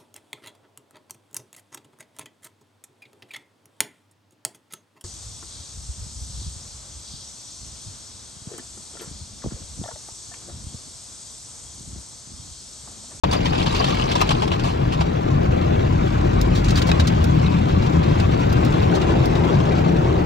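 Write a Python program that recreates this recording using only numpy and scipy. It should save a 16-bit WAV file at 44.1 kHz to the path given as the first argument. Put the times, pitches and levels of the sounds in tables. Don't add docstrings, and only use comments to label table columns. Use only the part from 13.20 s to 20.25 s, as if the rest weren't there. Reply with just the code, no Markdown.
import sys
import numpy as np
from scipy import signal
from scipy.fft import rfft, irfft, next_fast_len
from scipy.io import wavfile
from scipy.ndimage import uniform_filter1d

SR = 44100
rng = np.random.default_rng(int(sys.argv[2]) if len(sys.argv) > 2 else 0)


def wrap_up_sound(samples):
    columns = np.atleast_2d(samples).T
    tamed = np.clip(columns, -1, 1)
    steps = np.round(tamed * 32767).astype(np.int16)
    wavfile.write(sys.argv[1], SR, steps)


N = 310905
TIME = np.arange(N) / SR
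PADDED = next_fast_len(N + 8192)
HZ = np.maximum(np.arange(PADDED // 2 + 1) * SR / PADDED, 1)
FULL_FORCE_DB = -18

# t/s, level/dB
BRUSH_FORCE = [(0, -23), (1.3, -23), (1.6, -22.5), (2.8, -19.5), (3.7, -18), (4.7, -18), (5.75, -17.5),
               (6.2, -18), (7.05, -19.5)]
# f/Hz, relative level/dB
FRICTION_SPECTRUM = [(150, -35), (250, -21.5), (330, 1), (430, -1), (600, -3.5), (800, -5.5), (1000, -21),
                     (1400, -17.5), (2500, -29), (6000, -55.5)]


def from_db(db):
    return 10 ** (np.asarray(db) / 20)


def unit_rms(x):
    return x / np.sqrt(np.mean(x ** 2) + 1e-20)


def in_time(rows):
    return np.interp(TIME, *np.transpose(rows))


def in_hz(rows):
    hz, *columns = np.transpose(rows)
    return [np.interp(np.log(HZ), np.log(hz), column) for column in columns]


def gains(spectrum):
    return from_db(in_hz(spectrum)[0])


def coloured(x, gain):
    return irfft(rfft(x, PADDED) * unit_rms(gain), PADDED)[..., :N]


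def resonances(modes):
    return np.sqrt(sum(from_db(db) ** 2 / (1 + ((HZ - hz * hz / HZ) / width) ** 2 / 2) ** 2
                       for hz, width, db in modes))


def drift(corner_hz, size=2048):
    hz = np.arange(size // 2 + 1) * SR / N
    slow = irfft(rfft(rng.standard_normal(size)) / (1 + (hz / corner_hz) ** 2))
    return np.interp(TIME, np.linspace(0, N / SR, size), unit_rms(slow))


def driven(full_db, exponent):
    return full_db + exponent * (in_time(BRUSH_FORCE) - FULL_FORCE_DB)


def droplets(per_s, spread_db, cycles, crack, pitches=20):
    chance, size, polarity, pitch = rng.random((4, N), dtype=np.float32)
    at = np.flatnonzero(chance < per_s / SR)
    sizes = from_db(spread_db * np.minimum(-np.log1p(-size[at]), 4)) * np.sign(polarity[at] - .5)
    band = (pitch[at] * pitches).astype(int)
    clicks, rings = np.full(N, 1e-18), np.zeros(N)
    for k, hz in enumerate(np.geomspace(400, 15000, pitches)):
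        r, w = from_db(-60 * hz / (cycles * SR)), 2 * np.pi * hz / SR
        clicks[at] = sizes * (band == k) * np.sqrt(hz * (1 - r * r)) + 1e-18
        rings += signal.lfilter([1, 0, -1 + 1e-6], [1, -2 * r * np.cos(w), r * r], clicks)
    clicks[at] = sizes
    return unit_rms(unit_rms(rings) + crack * unit_rms(clicks))


def cluster(smoothing_s=0.00074):
    impacts = droplets(per_s=12000, spread_db=1.5, cycles=7, crack=0.65)
    power = np.abs(uniform_filter1d(impacts ** 2, int(smoothing_s * SR)))
    return impacts / np.sqrt(power + 1e-9)


def bursts(events, rise_s):
    power = np.zeros(N)
    for s, db, length in events:
        start = np.clip(int(s * SR), 0, N)
        t = TIME[:min(N - start, SR // 4)]
        envelope = from_db(db) * (1 - np.exp(-t / rise_s)) * np.exp(-(t / length) ** 2 / 2)
        power[start:start + len(t)] += envelope ** 2
    return np.sqrt(power)


def splats(events, rise_s, body_hz=1310, treble_hz=4200):
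    s, db, length, body_db, treble_db = np.transpose(events)[:5]
    body = 1 / (1 + (HZ / body_hz) ** 4)
    treble = 1 / (1 + (treble_hz / HZ) ** 8)
    impacts = rfft(cluster(), PADDED)
    bands = [(body, body_db), (1 - body - treble, 0), (treble, treble_db)]
    return sum(irfft(impacts * share, PADDED)[:N] * bursts(zip(s, db + extra_db, length), rise_s)
               for share, extra_db in bands)


def cabin(x, direct, t60_s=0.05, size=2048):
    blocks = np.pad(x, (0, -N % size)).reshape(-1, size)
    echoes = rng.standard_normal((2, len(blocks), size)) * from_db(-60 * TIME[:size] / t60_s)
    echoes /= np.sqrt(np.sum(echoes ** 2, axis=2, keepdims=True))
    echoes[0] *= np.sqrt(1 - direct)
    echoes[0, :, 0] += np.sqrt(direct)
    wet = irfft(rfft(blocks, 2 * size) * rfft(echoes, 2 * size))
    wet[:, 1:, :size] += wet[:, :-1, size:]
    return wet[:, :, :size].reshape(2, -1)[:, :N]


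def jets(from_s=0.41, until_s=0.92, rise_db_per_s=29.5, fall_db_per_s=21, sputter_db=2):
    # t/s, relative level/dB, length/s, extra body/dB, extra treble/dB
    gush_hits = [(0.036, -20.5, 0.0091, 4.5, -3), (0.112, -29.5, 0.0076, 7.5, 12.5),
                 (0.125, -22.5, 0.019, 4, 2.5), (0.254, -21.5, 0.018, -2, -1), (0.330, -29, 0.014, 5.5, -7),
                 (0.385, -32, 0.0083, 6, 4.5), (0.461, -22.5, 0.014, 2, -1), (0.546, -23, 0.024, -12, 1),
                 (0.600, -26.5, 0.023, 9, -1), (0.642, -19, 0.006, 2.5, 3.5), (0.692, -28, .016, 2, 1.5),
                 (0.828, -27, 0.0059, -4, -9), (0.915, -20.5, .012, -4.5, 1),
                 (0.953, -22.5, 0.011, 3.5, 5.5), (1.006, -14, 0.0017, 5, -4), (1.013, -17, 0.01, 4, 3),
                 (1.091, -17, 0.0036, -4, 4.5), (1.105, -19, 0.013, 2, 2.5),
                 (1.220, -23.5, 0.017, 4.5, 0.5), (1.277, -26, 0.0041, -1, 4.5),
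                 (1.316, -23, 0.021, -3, -4.5), (1.395, -27, .007, -5, 2), (1.437, -30.5, 0.057, 3, 4),
                 (1.722, -26, 0.02, -3.5, -1.5), (1.808, -24, 0.012, 4.5, 1.5)]
    # f/Hz, relative level/dB
    spray_tone = [(200, -6.5), (450, 10), (600, 10), (900, 12), (1100, 12.5), (1400, 1.5), (2100, -2.5),
                  (2700, 3), (3300, 2.1), (3900, -3), (4700, -5), (6200, -13), (9000, -14.5),
                  (12000, -58.5), (14200, -24), (15500, -48)]
    # f/Hz, width/Hz, relative level/dB
    plink_modes = [(4460, 1000, 0)]
    approach_db = -rise_db_per_s * np.maximum(from_s - TIME, 0)
    retreat_db = -fall_db_per_s * np.maximum(TIME - until_s, 0)
    jet = from_db(-27 + approach_db + retreat_db)
    runoff = from_db(driven(-41, exponent=2.5))
    spray = droplets(per_s=1300, spread_db=2.5, cycles=8, crack=0.65) * np.hypot(jet, runoff)
    spray = cabin(spray * from_db(sputter_db * drift(40)), direct=0.53)
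    gushes = cabin(splats(gush_hits, rise_s=0.00017), direct=0.83) * from_db(2)
    plinks = droplets(per_s=700, spread_db=2.8, cycles=24, crack=0) * jet * from_db(-14)
    plinks = coloured(cabin(plinks, direct=0.38), resonances(plink_modes))
    return coloured(spray + gushes, gains(spray_tone)) + plinks


def rumble(throb_db=1.0, damping_db=3):
    # f/Hz, width/Hz, relative level/dB
    roof_modes = [(78, 15, -4.5), (99.4, 24, -9)]
    panel_modes = [(128.7, 28.4, -1), (163.6, 46, -1), (240, 38, -7.5), (293.3, 34, -7)]
    air_modes = [(31, 13, -7.5), (47.3, 27, -0.5)]
    damped_db = damping_db * from_db(overhead_nearness())
    roof_db = driven(-20.5, exponent=1.46) - damped_db
    panel_db = in_time(BRUSH_FORCE) - 1.5 + throb_db * drift(24)
    air_db = driven(-29.5, exponent=0.2)
    return sum(coloured(rng.standard_normal((2, N)), resonances(modes)) * from_db(db)
               for modes, db in [(roof_modes, roof_db), (panel_modes, panel_db), (air_modes, air_db)])


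def scrub(roar_flutter_db=1.3, water_flutter_db=1.2, diffuse_db=-2.5):
    # t/s, level/dB
    rubbing = [(0, -26.5), (1.5, -28), (2.4, -23.5), (3.1, -25.5), (3.6, -25), (4.3, -26), (5.1, -23),
               (7.05, -23.5)]
    # f/Hz, relative level/dB
    hiss_tone = [(300, -15), (600, -11.5), (1000, 11.5), (1350, 3), (1800, -6), (2600, -3), (4000, -9.5),
                 (5500, -16), (8000, -20.5), (11000, -57), (14200, -28.5), (15500, -56)]
    roar = rng.standard_normal((2, N)) * from_db(in_time(rubbing) + roar_flutter_db * drift(20))
    roar[1] *= from_db(diffuse_db)
    hiss = rng.standard_normal((2, N)) * from_db(-3.5)
    patter = cabin(droplets(per_s=4000, spread_db=3.5, cycles=7.4, crack=0.9), direct=0.41)
    water_db = driven(-37.5, exponent=1) + water_flutter_db * drift(45)
    water = (hiss + from_db(5.5) * patter) * from_db(water_db)
    return coloured(roar, gains(FRICTION_SPECTRUM)) + coloured(water, gains(hiss_tone))


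def pings(t60_s=0.066):
    # t/s, f/Hz, level/dB
    hits = [(0.116, 4680, -24.5), (0.166, 4700, -25), (0.257, 3180, -19.5), (0.507, 3900, -25.5),
            (0.594, 4780, -21.5), (3.557, 4580, -21), (3.716, 2540, -23.5)]
    out = np.zeros(N)
    for s, hz, db in hits:
        t = np.maximum(TIME - s, 0)
        out += from_db(db - 60 * np.minimum(t / t60_s, 2)) * np.sin(2 * np.pi * hz * t)
    return cabin(out, direct=1.0)


def drops(length_s=0.0022, gain_db=-0.5):
    # t/s, relative level/dB
    landings = [(0.132, -25), (1.012, -22), (3.213, -22), (4.041, -24), (5.327, -29.5), (5.449, -27),
                (6.056, -26.5)]
    # f/Hz, relative level/dB
    tick_tone = [(800, -39), (2500, -6.5), (4500, 2), (8000, -4.5), (11000, -5.5), (15000, -13)]
    ticks = cluster() * bursts([(s, db, length_s) for s, db in landings], rise_s=0.00024)
    return from_db(gain_db) * coloured(cabin(ticks, direct=0.62), gains(tick_tone))


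def thumps(peak_s=0.038):
    # t/s, f/Hz, level/dB
    blows = [(0.192, 173, -21), (1.613, 123.4, -21), (1.747, 158.7, -19.5), (2.109, 146.2, -16.5),
             (3.652, 159, -17.5), (4.074, 157, -21), (4.727, 163.8, -16.5), (5.647, 174.3, -19),
             (6.312, 147.7, -19), (6.656, 169.7, -17)]
    out = np.zeros(N)
    for s, hz, db in blows:
        t = np.maximum(TIME - s, 0)
        envelope = t / peak_s * np.exp(1 - t / peak_s)
        out += from_db(db) * envelope * np.sin(2 * np.pi * hz * t)
    return np.array([out, np.zeros(N)])


def drones(waver_hz=2.0, ripple_db=1.5, fade_s=0.26):
    # start t/s, end t/s, f/Hz, level/dB
    presses = [(2.586, 3.802, 48.3, -21.5), (3.998, 4.75, 78, -24)]
    out = np.zeros(N)
    for start, end, hz, db in presses:
        contact = np.clip(np.minimum(TIME - start, end - TIME) / fade_s, 0, 1)
        phase = 2 * np.pi * np.cumsum(hz + waver_hz * drift(5.3)) / SR
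        out += contact * from_db(db + ripple_db * drift(6)) * np.sin(phase)
    return np.array([out, np.zeros(N)])


def ring(x, hz, width):
    r = np.exp(-np.pi * width / SR)
    poles = [1, -2 * r * np.cos(2 * np.pi * hz / SR), r * r]
    return signal.lfilter((1 - r * r) / 2 * np.array([1, 0, -1]), poles, x + 1e-18)


def slaps(gain_db=-3):
    # t/s, relative level/dB, length/s, extra body/dB, extra treble/dB, ringing/dB
    hard_slaps = [(3.350, -29.5, 0.036, -3, 2.5, -9), (3.443, -30.5, 0.012, -9, 6, -6),
                  (3.482, -26.5, 0.019, -2, 2, -17), (3.506, -24.5, 0.0073, -20, 5.5, -25),
                  (3.556, -26, 0.015, -7, 4, -9), (3.572, -22, 0.017, -7.5, 2.5, -9),
                  (3.617, -19.5, 0.0087, 0.5, 0, -16), (3.668, -29, 0.019, 5, 4, -15),
                  (3.690, -21, 0.0091, 8, -7, -7), (3.715, -14, 0.0032, 9.5, -3, -1),
                  (3.797, -19.5, 0.011, 6, 0, -3), (3.871, -23.5, 0.011, -1.5, 6, -9),
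                  (4.261, -25, 0.0065, -3, -8, -0.5), (4.999, -24.5, 0.0046, 0, 0.5, -8),
                  (5.523, -25, 0.0056, 2, -4, -11), (5.750, -26, 0.015, 6, 1, -20)]
    # f/Hz, relative level/dB
    slap_tone = [(250, -9.5), (700, 10.5), (1100, 0.5), (1600, 2), (2550, -3), (3100, 3), (3900, -0.5),
                 (4600, 0), (6200, -7), (9000, -10), (12000, -33), (15000, -19.5)]
    # f/Hz, width/Hz, gain/dB
    glass_modes = [(1100, 47, 5.5), (2590, 70, 11.5), (3800, 76, 14), (3900, 50, 3)]
    events, colour = hard_slaps + light_slaps(), gains(slap_tone)
    hits = coloured(cabin(splats(events, rise_s=0.00028), direct=1.0), colour)
    ring_events = [(s, db + ring_db, length) for s, db, length, _, _, ring_db in events]
    blows = cluster() * bursts(ring_events, rise_s=0.00024)
    blows = coloured(cabin(blows, direct=0.92), colour)
    ringing = sum(from_db(db) * ring(blows, hz, width) for hz, width, db in glass_modes)
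    return from_db(gain_db) * (hits + ringing)


def light_slaps(from_s=4.5, per_s=9.8, count=21, length_s=0.012, treble_db=-6, ring_db=-8.5):
    return [(from_s + (k + late / 4) / per_s, -30.5 + 1.5 * hard, length_s, 0, treble_db, ring_db)
            for k, (late, hard) in enumerate(rng.standard_normal((count, 2)))]


def overhead_nearness(arrival_s=5.8, rise_db_per_s=18):
    return -rise_db_per_s * np.maximum(arrival_s - TIME, 0)


def overhead_brush(diffuse_db=-19.5, flutter_db=1.85, tilt_db_per_octave=-2.5, roof_ring_db=-5):
    # f/Hz, width/Hz, relative level/dB
    roof_modes = [(340, 54, 2.5), (915, 95, -10.5)]
    level_db = -27.5 + overhead_nearness() + flutter_db * drift(8.3)
    friction = unit_rms(gains(FRICTION_SPECTRUM) * from_db(tilt_db_per_octave * np.log2(HZ)))
    roof = from_db(roof_ring_db) * unit_rms(resonances(roof_modes))
    shared, diffuse = coloured(rng.standard_normal((2, N)), friction + roof) * from_db(level_db)
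    return shared + from_db(diffuse_db) * diffuse * [[1], [-1]]


def stereo_processing(pair):
    # f/Hz, left phase lead/rad, coherence (0-1), left minus right level/dB
    stereo_image = [(35, 0, 1, 0), (70, 0.1, 0.995, 0.3), (115, 0.25, 0.98, 1.5), (170, 0.43, 0.96, 4.2),
                    (300, 0.95, 0.82, 7), (450, 2.7, 0.82, 5), (700, 3.2, 0.87, 4), (1250, 3.75, 0.68, 3.1),
                    (2150, 6.2, 0.65, -1), (2550, 6.1, 0.4, 0), (3050, 3.6, 0.36, 2), (3600, 6.1, 0.5, 0),
                    (4400, 6.6, 0.5, -2), (4950, 4, 0.15, -1.8), (5600, 6.5, 0.7, 0.3),
                    (7800, 8.3, 0.76, 0), (9100, 9.4, 0.95, 0), (11600, 9.45, 0.9, 0),
                    (13700, 12.4, 0.87, 0)]
    lead, coherence, balance_db = in_hz(stereo_image)
    shared, diffuse = rfft(pair, PADDED) * np.sqrt([1 + coherence, 1 - coherence])
    left = (shared + diffuse) / np.sqrt(1 + from_db(-2 * balance_db))
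    right = (shared - diffuse) / np.sqrt(1 + from_db(2 * balance_db)) * np.exp(-1j * lead)
    return irfft(np.array([left, right]), PADDED)[:, :N]


def scene():
    pair = jets() + rumble() + scrub() + pings() + drops() + thumps() + drones() + slaps()
    return stereo_processing(pair) + overhead_brush()


def record(dry, opens_s=0.035, cutoff_hz=15600):
    low_pass = signal.ellip(10, .1, 90, cutoff_hz, fs=SR, output="sos")
    return signal.sosfilt(low_pass, dry * (TIME >= opens_s))


dry = scene()
out = record(dry)
wrap_up_sound(out)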